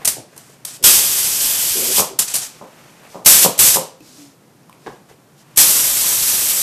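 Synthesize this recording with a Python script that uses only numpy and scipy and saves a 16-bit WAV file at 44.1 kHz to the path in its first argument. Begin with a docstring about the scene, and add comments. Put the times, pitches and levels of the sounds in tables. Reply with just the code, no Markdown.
"""A workshop table, one close microphone: a hand-held pneumatic gripper with a rubber bag is at work.
Over murmuring ventilation the valve spits, then lets out a long hiss; as the air shuts off the rubber
flaps. More spits follow, sleeves brush by, and two short blasts each end in a flutter of the bag.
Small parts tick, something squeaks faintly and the gripper knocks on the table before a last long hiss.
The loudest air overloads the microphone."""
import sys
import numpy as np
from scipy import signal
from scipy.fft import rfft, irfft
from scipy.io import wavfile
from scipy.ndimage import uniform_filter1d

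SR = 44100
rng = np.random.default_rng(int(sys.argv[2]) if len(sys.argv) > 2 else 0)


def transcribe(signal):
    """Save signal, clipped to [-1, 1], as a 16-bit WAV file at the path in sys.argv[1]."""
    frames = np.atleast_2d(signal).T
    limited = np.clip(frames, -1, 1)
    pcm = np.round(limited * 32767).astype(np.int16)
    wavfile.write(sys.argv[1], SR, pcm)


N = 291942
T = np.arange(N) / SR
HZ = np.fft.rfftfreq(N, 1 / SR)

# flutters of the bag: start_s, gap_s, level_db, pitch_ratio, fade_db_per_slap, room_db, table_hum_db
FLUTTERS = [(0.166, .015, -24, .76, 14, -1.5, -25), (1.982, .013, -8, 1.17, 2.5, -5, -28),
            (2.612, .011, -25.5, 1.14, 12, -1, -12), (3.145, .010, -21, 1.1, 6.5, -1.5, -16),
            (3.446, .0125, -5.5, 1.08, 10.5, -5, -11.5), (3.757, 0.012, -7.5, 1.09, 15.5, -4, -9)]


def gain_of(db):
    """Decibels to amplitude."""
    return 10 ** (np.asarray(db) / 20)


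def unit_rms(x):
    """Scales to an rms of one."""
    return x / np.sqrt(np.mean(x ** 2) + 1e-20)


def curve_at(points, hz):
    """Reads a table on a log-frequency axis."""
    points_hz, values = np.transpose(points)
    return np.interp(np.log(hz + 1), np.log(points_hz + 1), values)


def add(mix, start_s, sound):
    """Mixes a sound in at a time."""
    part = mix[max(round(start_s * SR), 0):][:len(sound)]
    part += sound[:len(part)]


def noise(shape_db):
    """Steady noise of unit level with a given spectrum."""
    return unit_rms(irfft(rfft(rng.standard_normal(N)) * gain_of(shape_db), N))


def flicker(depth_db, rate_hz):
    """A gain that wavers quickly at random."""
    return gain_of(depth_db * noise(-10 * np.log10(1 + (HZ / rate_hz) ** 4)))


def held(start_s, length_s, db, rise_s, fall_s):
    """An envelope that opens just before its start, holds, and dies away."""
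    age = T - start_s
    return gain_of(db) * np.exp(np.minimum(age, 0) / rise_s - np.maximum(age - length_s, 0) / fall_s)


def swell(peak_s, rise_s, fall_s):
    """A smooth hump around a moment."""
    return np.exp(-((T - peak_s) / np.where(T < peak_s, rise_s, fall_s)) ** 2)


def ring(modes, pitch_ratio=1):
    """The dying modes of a struck thing, each starting at a chance phase, with a peak of one."""
    t = np.arange(SR // 4) / SR
    x = sum(gain_of(db - 60 * t / t60) * np.cos(2 * np.pi * (hz * pitch_ratio * t + rng.random()))
            for hz, db, t60 in modes)
    return x / abs(x).max()


def soften(x, edge_hz, order):
    """A soft contact takes the treble off a blow; the peak stays at one."""
    x = signal.sosfilt(signal.butter(order, edge_hz, fs=SR, output="sos"), x)
    return x / abs(x).max()


def low_pass(x, edge_hz):
    """A steep band limit."""
    return signal.oaconvolve(x, signal.firwin(511, edge_hz, window=("kaiser", 9), fs=SR)[None], "same")


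def room(x, blur_bands=1, frame=256):
    """The workshop's diffuse tail: each band stores energy and gives it back as dying noise."""
    # decay of the room: frequency_hz, t60_s
    decay_times = [(150, 0.16), (500, 0.42), (1400, 0.4), (4000, 0.37), (10000, 0.25), (14000, 0.2)]
    hz, t, spectra = signal.stft(x, SR, nperseg=frame)
    power = np.maximum(uniform_filter1d(abs(spectra) ** 2, blur_bands, axis=0), 0)
    kept = gain_of(-60 * t[1] / curve_at(decay_times, hz)) ** 2
    stored = np.array([signal.lfilter([0, 0, 1 - r], [1, -r], band) for r, band in zip(kept, power)])
    diffuse = signal.stft(rng.standard_normal(N), SR, nperseg=frame)[2]
    return signal.istft(np.sqrt(stored) * diffuse / diffuse.std(), SR, nperseg=frame)[1][:N]


def with_reflections(x):
    """Nearby surfaces throw the hiss back at the microphone and comb it."""
    # early reflections: delay_s, level_db
    echoes = [(.0019, -26), (.0034, -28), (.0057, -20.5), (.0083, -20.5), (0.0105, -20.5), (0.0153, -16.5)]
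    out = x.copy()
    for delay_s, db in echoes:
        add(out, delay_s, gain_of(db) * x)
    return out


def ventilation(level_db=-50):
    """Room tone: the steady murmur of the workshop's ventilation."""
    # spectrum of the murmur: frequency_hz, relative_db
    spectrum = [(25, -50), (50, -26.5), (90, -17), (140, 0), (200, -6), (300, -8.5), (550, -14),
                (1000, -17.5), (2000, -24.5), (3500, -28.5), (7000, -29), (14000, -32)]
    return gain_of(level_db) * noise(curve_at(spectrum, HZ))


def brushing(swish_trim_db=-0.5, rub_trim_db=0.5):
    """Cloth and skin slide with a grainy swish and a duller rub; each stroke swells and fades."""
    # strokes of sleeves and hands: peak_s, rise_s, fall_s, relative_swish_db, relative_rub_db
    strokes = [(0.025, 0.051, .15, -58, -45.5), (0.35, 0.051, 0.32, -56, -53),
               (2.542, 0.09, 0.091, -49.5, -53), (2.85, 0.26, 0.32, -54, -49),
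               (3.05, 0.025, 0.044, -72, -49), (3.125, 0.032, 0.078, -47.5, -54),
               (4.09, 0.066, 0.1, -46, -59), (4.2, 0.044, 0.11, -46.5, -57), (4.6, .1, .15, -81, -82),
               (4.87, 0.075, 0.13, -54, -56), (5.098, 0.013, 0.04, -54, -49), (5.41, .04, 0.02, -52, -62),
               (5.54, 0.11, .03, -62, -54)]
    # spectra of the bright and the dull friction: frequency_hz, relative_db
    swish_spectrum = [(1180, -21.5), (2000, -11.5), (2890, -5.5), (5440, 0.5), (7480, -1.5), (12900, -10),
                      (14000, -9)]
    rub_spectrum = [(150, -15), (600, -1), (1100, -5.5), (2500, -7.5), (5000, -20.5)]
    swish = noise(curve_at(swish_spectrum, HZ)) * flicker(depth_db=0.5, rate_hz=150)
    rub = noise(curve_at(rub_spectrum, HZ)) * flicker(depth_db=1.5, rate_hz=50)
    out = np.zeros(N)
    for peak_s, rise_s, fall_s, swish_db, rub_db in strokes:
        friction = swish * gain_of(swish_db + swish_trim_db) + rub * gain_of(rub_db + rub_trim_db)
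        out += swell(peak_s, rise_s, fall_s) * friction
    return out


def squeak(peak_s=4.205, pitch_hz=292, level_db=-42, sag_hz_per_s=170):
    """One faint low tone that sags in pitch."""
    hz = pitch_hz - sag_hz_per_s * (T - peak_s)
    tone = np.sqrt(2) * np.sin(2 * np.pi * np.cumsum(hz) / SR)
    return gain_of(level_db) * tone * swell(peak_s, rise_s=0.028, fall_s=0.077)


def ticks(overtone_ratio=8.5, overtone_db=-10, click_db=-8, click_t60_s=0.016):
    """A light part, tapped, gives a tiny click and rings with one pitch and an overtone."""
    # taps on the tray and its small parts: start_s, level_db, pitch_hz, t60_s
    taps = [(4.006, -36, 303, 0.13), (4.632, -50.5, 5490, 0.014), (4.696, -33, 1030, 0.027),
            (4.728, -35.5, 2400, 0.0092), (5.098, -47, 2040, 0.024), (5.402, -51, 3120, 0.022),
            (6.042, -21.5, 1026, 0.055)]
    out, t = np.zeros(N), T[:SR // 4]
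    for start_s, db, hz, t60 in taps:
        click = gain_of(click_db - 60 * t / click_t60_s) * rng.standard_normal(len(t))
        tone = ring([(hz, 0, t60), (hz * overtone_ratio, overtone_db, t60 / 2)])
        add(out, start_s, gain_of(db) * (tone + click))
    return out


def knocks(pitch_scatter=0.013, crunch_db=-6, crunch_t60_s=0.037, low_cut_hz=420):
    """Each blow is a short crunch of contact that rings the table a little differently."""
    # blows on the table, and at 0.364 s a small broad crack that goes with the valve's spits: start_s, peak_db,
    # treble_edge_hz
    blows = [(0.018, -29.5, 2550), (0.364, -37, 3000), (0.496, -40, 400), (4.863, -25, 2990),
             (4.869, -18, 3200), (4.877, -20.5, 1500), (5.11, -36, 612)]
    # modes of the struck table: pitch_hz, relative_db, t60_s
    table_modes = [(140, -15.5, .12), (305, -12, 0.033), (366, -9, .04), (447, -7, 0.078),
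                   (792, -2.5, 0.029), (927, -6.5, 0.055), (1102, -9, 0.045), (1400, -14.5, 0.019),
                   (1610, -5, 0.021)]
    out, t = np.zeros(N), T[:SR // 4]
    low_cut = signal.butter(2, low_cut_hz, "high", fs=SR, output="sos")
    for (start_s, db, edge_hz), detune in zip(blows, rng.standard_normal(len(blows))):
        crunch = gain_of(crunch_db - 60 * t / crunch_t60_s) * rng.standard_normal(len(t))
        knock = ring(table_modes, 1 + pitch_scatter * detune) + signal.sosfilt(low_cut, crunch)
        add(out, start_s, gain_of(db) * soften(knock, edge_hz, order=2))
    return out


def bag_drag(slips_per_s=600):
    """Pressed down or lifted off, the bag drags on the table; uneven slips ring the rubber."""
    # drags of the bag: start_s, length_s, level_db
    drags = [(0.799, 0.04, -43.5), (1.758, 0.165, -32.5), (2.101, 0.037, -37.5)]
    # modes of the dragged rubber: pitch_hz, relative_db, t60_s
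    rubber_modes = [(240, -11, 0.13), (376, -1.5, 0.085), (500, 4.5, .025), (930, 1.5, 0.0046)]
    slips = rng.standard_normal(N) * (rng.random(N) < slips_per_s / SR)
    rumble = signal.oaconvolve(slips, soften(ring(rubber_modes), edge_hz=1100, order=2))[:N]
    return unit_rms(rumble) * sum(held(*drag, rise_s=0.0026, fall_s=0.0069) for drag in drags)


def table_hum(rise_s=0.008):
    """The second, strongest slap of each flutter sets the table top ringing."""
    # lingering modes of the table top: pitch_hz, relative_db, t60_s
    top_modes = [(158, -5, .3), (423, -5, 0.27), (525, 2, 0.38), (603, -6.5, .26), (845, -2.5, .22),
                 (926, 0, .25), (1040, -6, 0.15)]
    out = np.zeros(N)
    for start_s, gap_s, db, *_, hum_db in FLUTTERS:
        hum = ring(top_modes)
        hum *= np.minimum(T[:len(hum)] / rise_s, 1)
        add(out, start_s + gap_s, gain_of(db + hum_db) * hum)
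    return out


def bag_flaps(edge_hz=1330, contact_s=0.00075, pitch_scatter=0.047, slaps=4, first_slap_db=-2):
    """The rubber bag slaps softly a few times in quick succession, and the room answers."""
    # modes of the slapped rubber: pitch_hz, relative_db, t60_s
    rubber_modes = [(157.6, -7, 0.1), (372, 0, 0.027), (503, -3, 0.082), (689, 1.5, 0.027),
                    (902, -2, 0.045), (1054, 1.5, 0.015)]
    direct, to_room = np.zeros((2, N))
    for start_s, gap_s, db, pitch_ratio, fade_db, room_db, _ in FLUTTERS:
        for k, detune in enumerate(rng.uniform(-0.92, 1, slaps)):
            slap = ring(rubber_modes, pitch_ratio * (1 + pitch_scatter * detune))
            slap *= np.minimum(T[:len(slap)] / contact_s, 1)
            slap_db = db + (-fade_db * (k - 1) if k else first_slap_db)
            slap = gain_of(slap_db) * soften(slap, edge_hz * pitch_ratio, order=4)
            add(direct, start_s + k * gap_s, slap)
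            add(to_room, start_s + k * gap_s, gain_of(room_db) * slap)
    # the small bag radiates almost no deep bass
    low_cut = signal.butter(3, 105, "high", fs=SR, output="sos")
    return signal.sosfilt(low_cut, direct + room(to_room, frame=512))


def exhaust_lift_db():
    """The lift that the exhaust's cavities give to the air noise."""
    # cavity resonances: centre_hz, width_hz, lift_db
    cavities = [(2300, 260, 1), (2900, 150, 0.5), (3420, 180, 0.5), (4960, 370, 0), (5840, 910, 2.5),
                (7900, 1000, 2.5), (11520, 1000, 1)]
    return sum(db / (1 + (2 * (HZ - hz) / width) ** 2) for hz, width, db in cavities)


def nozzle_whistle(hiss):
    """The nozzle's resonances pick fuzzy whistles out of the air noise."""
    # nozzle resonances: centre_hz, width_hz, gain_db
    resonances = [(2500, 130, -2.5), (3170, 600, -5), (4760, 200, -3.5), (5240, 260, -12)]
    response = sum(gain_of(db) / (1 + (2 * (HZ - hz) / width) ** 4) for hz, width, db in resonances)
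    return irfft(rfft(hiss) * response, N)


def valve_spits(seep_trim_db=-1, whistle_db=-4):
    """The valve lets out short spits that empty at once; half open, it seeps and sputters."""
    # spits of air: start_s, level_db, rise_s, t60_s
    spits = [(0.048, -16.5, 0.00082, .06), (0.053, -8.5, 0.00042, 0.052), (0.074, -4, 0.0034, 0.032),
             (0.082, -12.5, 0.0033, 0.1), (0.362, -40, .003, .05), (0.377, -30.5, 0.0012, 0.031),
             (0.649, -24, 0.00083, 0.057), (0.651, -17, 0.0015, 0.014), (2.188, -6, 0.0035, 0.094),
             (2.337, -12, 0.0049, 0.076), (2.352, -11.5, 0.0026, 0.07), (2.361, -15.5, 0.0026, 0.09)]
    # seeps of air: start_s, length_s, relative_db
    seeps = [(0.385, 0.16, -50.5), (0.66, 0.11, -38), (0.727, 0.01, -39), (2.215, 0.014, -24.5),
             (2.278, 0.064, -27), (2.367, 0.1, -28)]
    # spectra of the spitting and the seeping air: frequency_hz, relative_db
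    spit_spectrum = [(35, -55), (60, -16.5), (225, -14.5), (1340, -16), (2210, -15), (2470, -14),
                     (7220, -4), (8280, -2), (12200, -4.5), (14000, -9.5)]
    seep_spectrum = [(35, -50.5), (60, -31), (136, -3.5), (277, -23), (808, -6), (866, -15), (1530, -9),
                     (2110, -10.5), (2840, -10), (8100, -2.5), (14000, -11.5)]
    spit_power, t = np.zeros(N), T[:SR // 3]
    for start_s, db, rise_s, t60 in spits:
        envelope = np.minimum(t / rise_s, 1) * gain_of(db - 60 * np.maximum(t - rise_s, 0) / t60)
        add(spit_power, start_s, envelope ** 2)
    leak = sum(held(*seep, rise_s=0.0025, fall_s=0.0048) for seep in seeps)
    leak *= gain_of(seep_trim_db) * flicker(depth_db=3.0, rate_hz=22)
    spitting = np.sqrt(spit_power) * noise(curve_at(spit_spectrum, HZ))
    hiss = noise(curve_at(seep_spectrum, HZ) + exhaust_lift_db())
    return spitting + leak * with_reflections(hiss + gain_of(whistle_db) * nozzle_whistle(hiss))


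def air_jet(trim_db=1.0, split_hz=4500, body_db=-1, puff_lift_db=9, crack_db=-19):
    """The valve cracks open; stored air surges out, settles to a jet and swells as the gap closes."""
    # openings of the valve, levels relative: open_s, shut_s, surge_db, surge_decay_s, steady_db,
    # puff_db, swell_db, swell_width_s, whistle_db
    openings = [(0.838, 2.005, -6, 0.086, -15, -12.5, -12.5, 0.027, -1.5),
                (3.259, 3.454, -2.5, 0.075, -14.5, -20.5, -12, 0.018, -14.5),
                (3.589, 3.765, -5, 0.1, -19, -37, -12, 0.0066, -31),
                (5.572, 6.7, -4.5, 0.056, -13.5, -32, -35, .02, -22)]
    # spectrum of the jet: frequency_hz, relative_db
    spectrum = [(15, -54.5), (25, -13), (1160, -12.5), (2080, -11), (3350, -7), (4480, -6), (8030, -2),
                (9920, -2.5), (11900, -0.5), (14000, -3)]
    opening_s, closing_s = 0.0031, 0.0066  # the valve's travel
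    crack_lead_s, swell_lead_s, puff_decay_s = 0.0099, 0.018, 0.021
    sag_db_per_s = 2.0  # the flow weakens as the line pressure drops
    hiss = noise(curve_at(spectrum, HZ) + exhaust_lift_db())
    hiss *= flicker(depth_db=1.0, rate_hz=19)  # turbulence
    body = irfft(rfft(hiss) / (1 + (HZ / split_hz) ** 4), N)
    treble, whistle = hiss - body, nozzle_whistle(hiss)
    out = np.zeros(N)
    for open_s, shut_s, surge_db, surge_s, steady_db, puff_db, swell_db, swell_s, whistle_db in openings:
        age = np.maximum(T - open_s, 0)
        gate = np.minimum(age / opening_s, 1) * np.exp(-np.maximum(T - shut_s, 0) / closing_s)
        crack = held(open_s - crack_lead_s, crack_lead_s, surge_db + crack_db, 0.001, 0.0018)
        surge = gain_of(surge_db) * np.exp(-age / surge_s)
        steady = gain_of(steady_db - sag_db_per_s * age)
        narrowing = gain_of(swell_db) * swell(shut_s - swell_lead_s, swell_s, swell_s)
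        flow = crack + gate * (surge + steady + narrowing)
        puff = gate * gain_of(surge_db + puff_db + puff_lift_db) * np.exp(-age / puff_decay_s)
        out += flow * (treble + gain_of(body_db) * body + gain_of(whistle_db) * whistle) + puff * body
    return gain_of(trim_db) * out


def scene(jet_room_db=-5, valve_room_db=-6, handling_room_db=-4):
    """All sources and the room behind them, heard by one microphone on both channels."""
    jet, spits = with_reflections(air_jet()), valve_spits()
    handling = knocks() + ticks() + bag_drag()
    air = (jet + gain_of(jet_room_db) * room(jet)) / np.hypot(1, gain_of(jet_room_db))
    air += spits + gain_of(valve_room_db) * room(spits, blur_bands=5)
    handling += gain_of(handling_room_db) * room(handling, frame=512)
    mono = air + handling + bag_flaps() + table_hum() + squeak() + brushing() + ventilation()
    return np.array([mono, mono])


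def record(dry, microphone_edge_hz=14130, recorder_edge_hz=15353):
    """The microphone's band, hard clipping on the loudest hisses, then the recorder's band limit."""
    overloaded = np.clip(low_pass(dry, microphone_edge_hz), -1, 1)
    return low_pass(overloaded, recorder_edge_hz)


dry = scene()
out = record(dry)
transcribe(out)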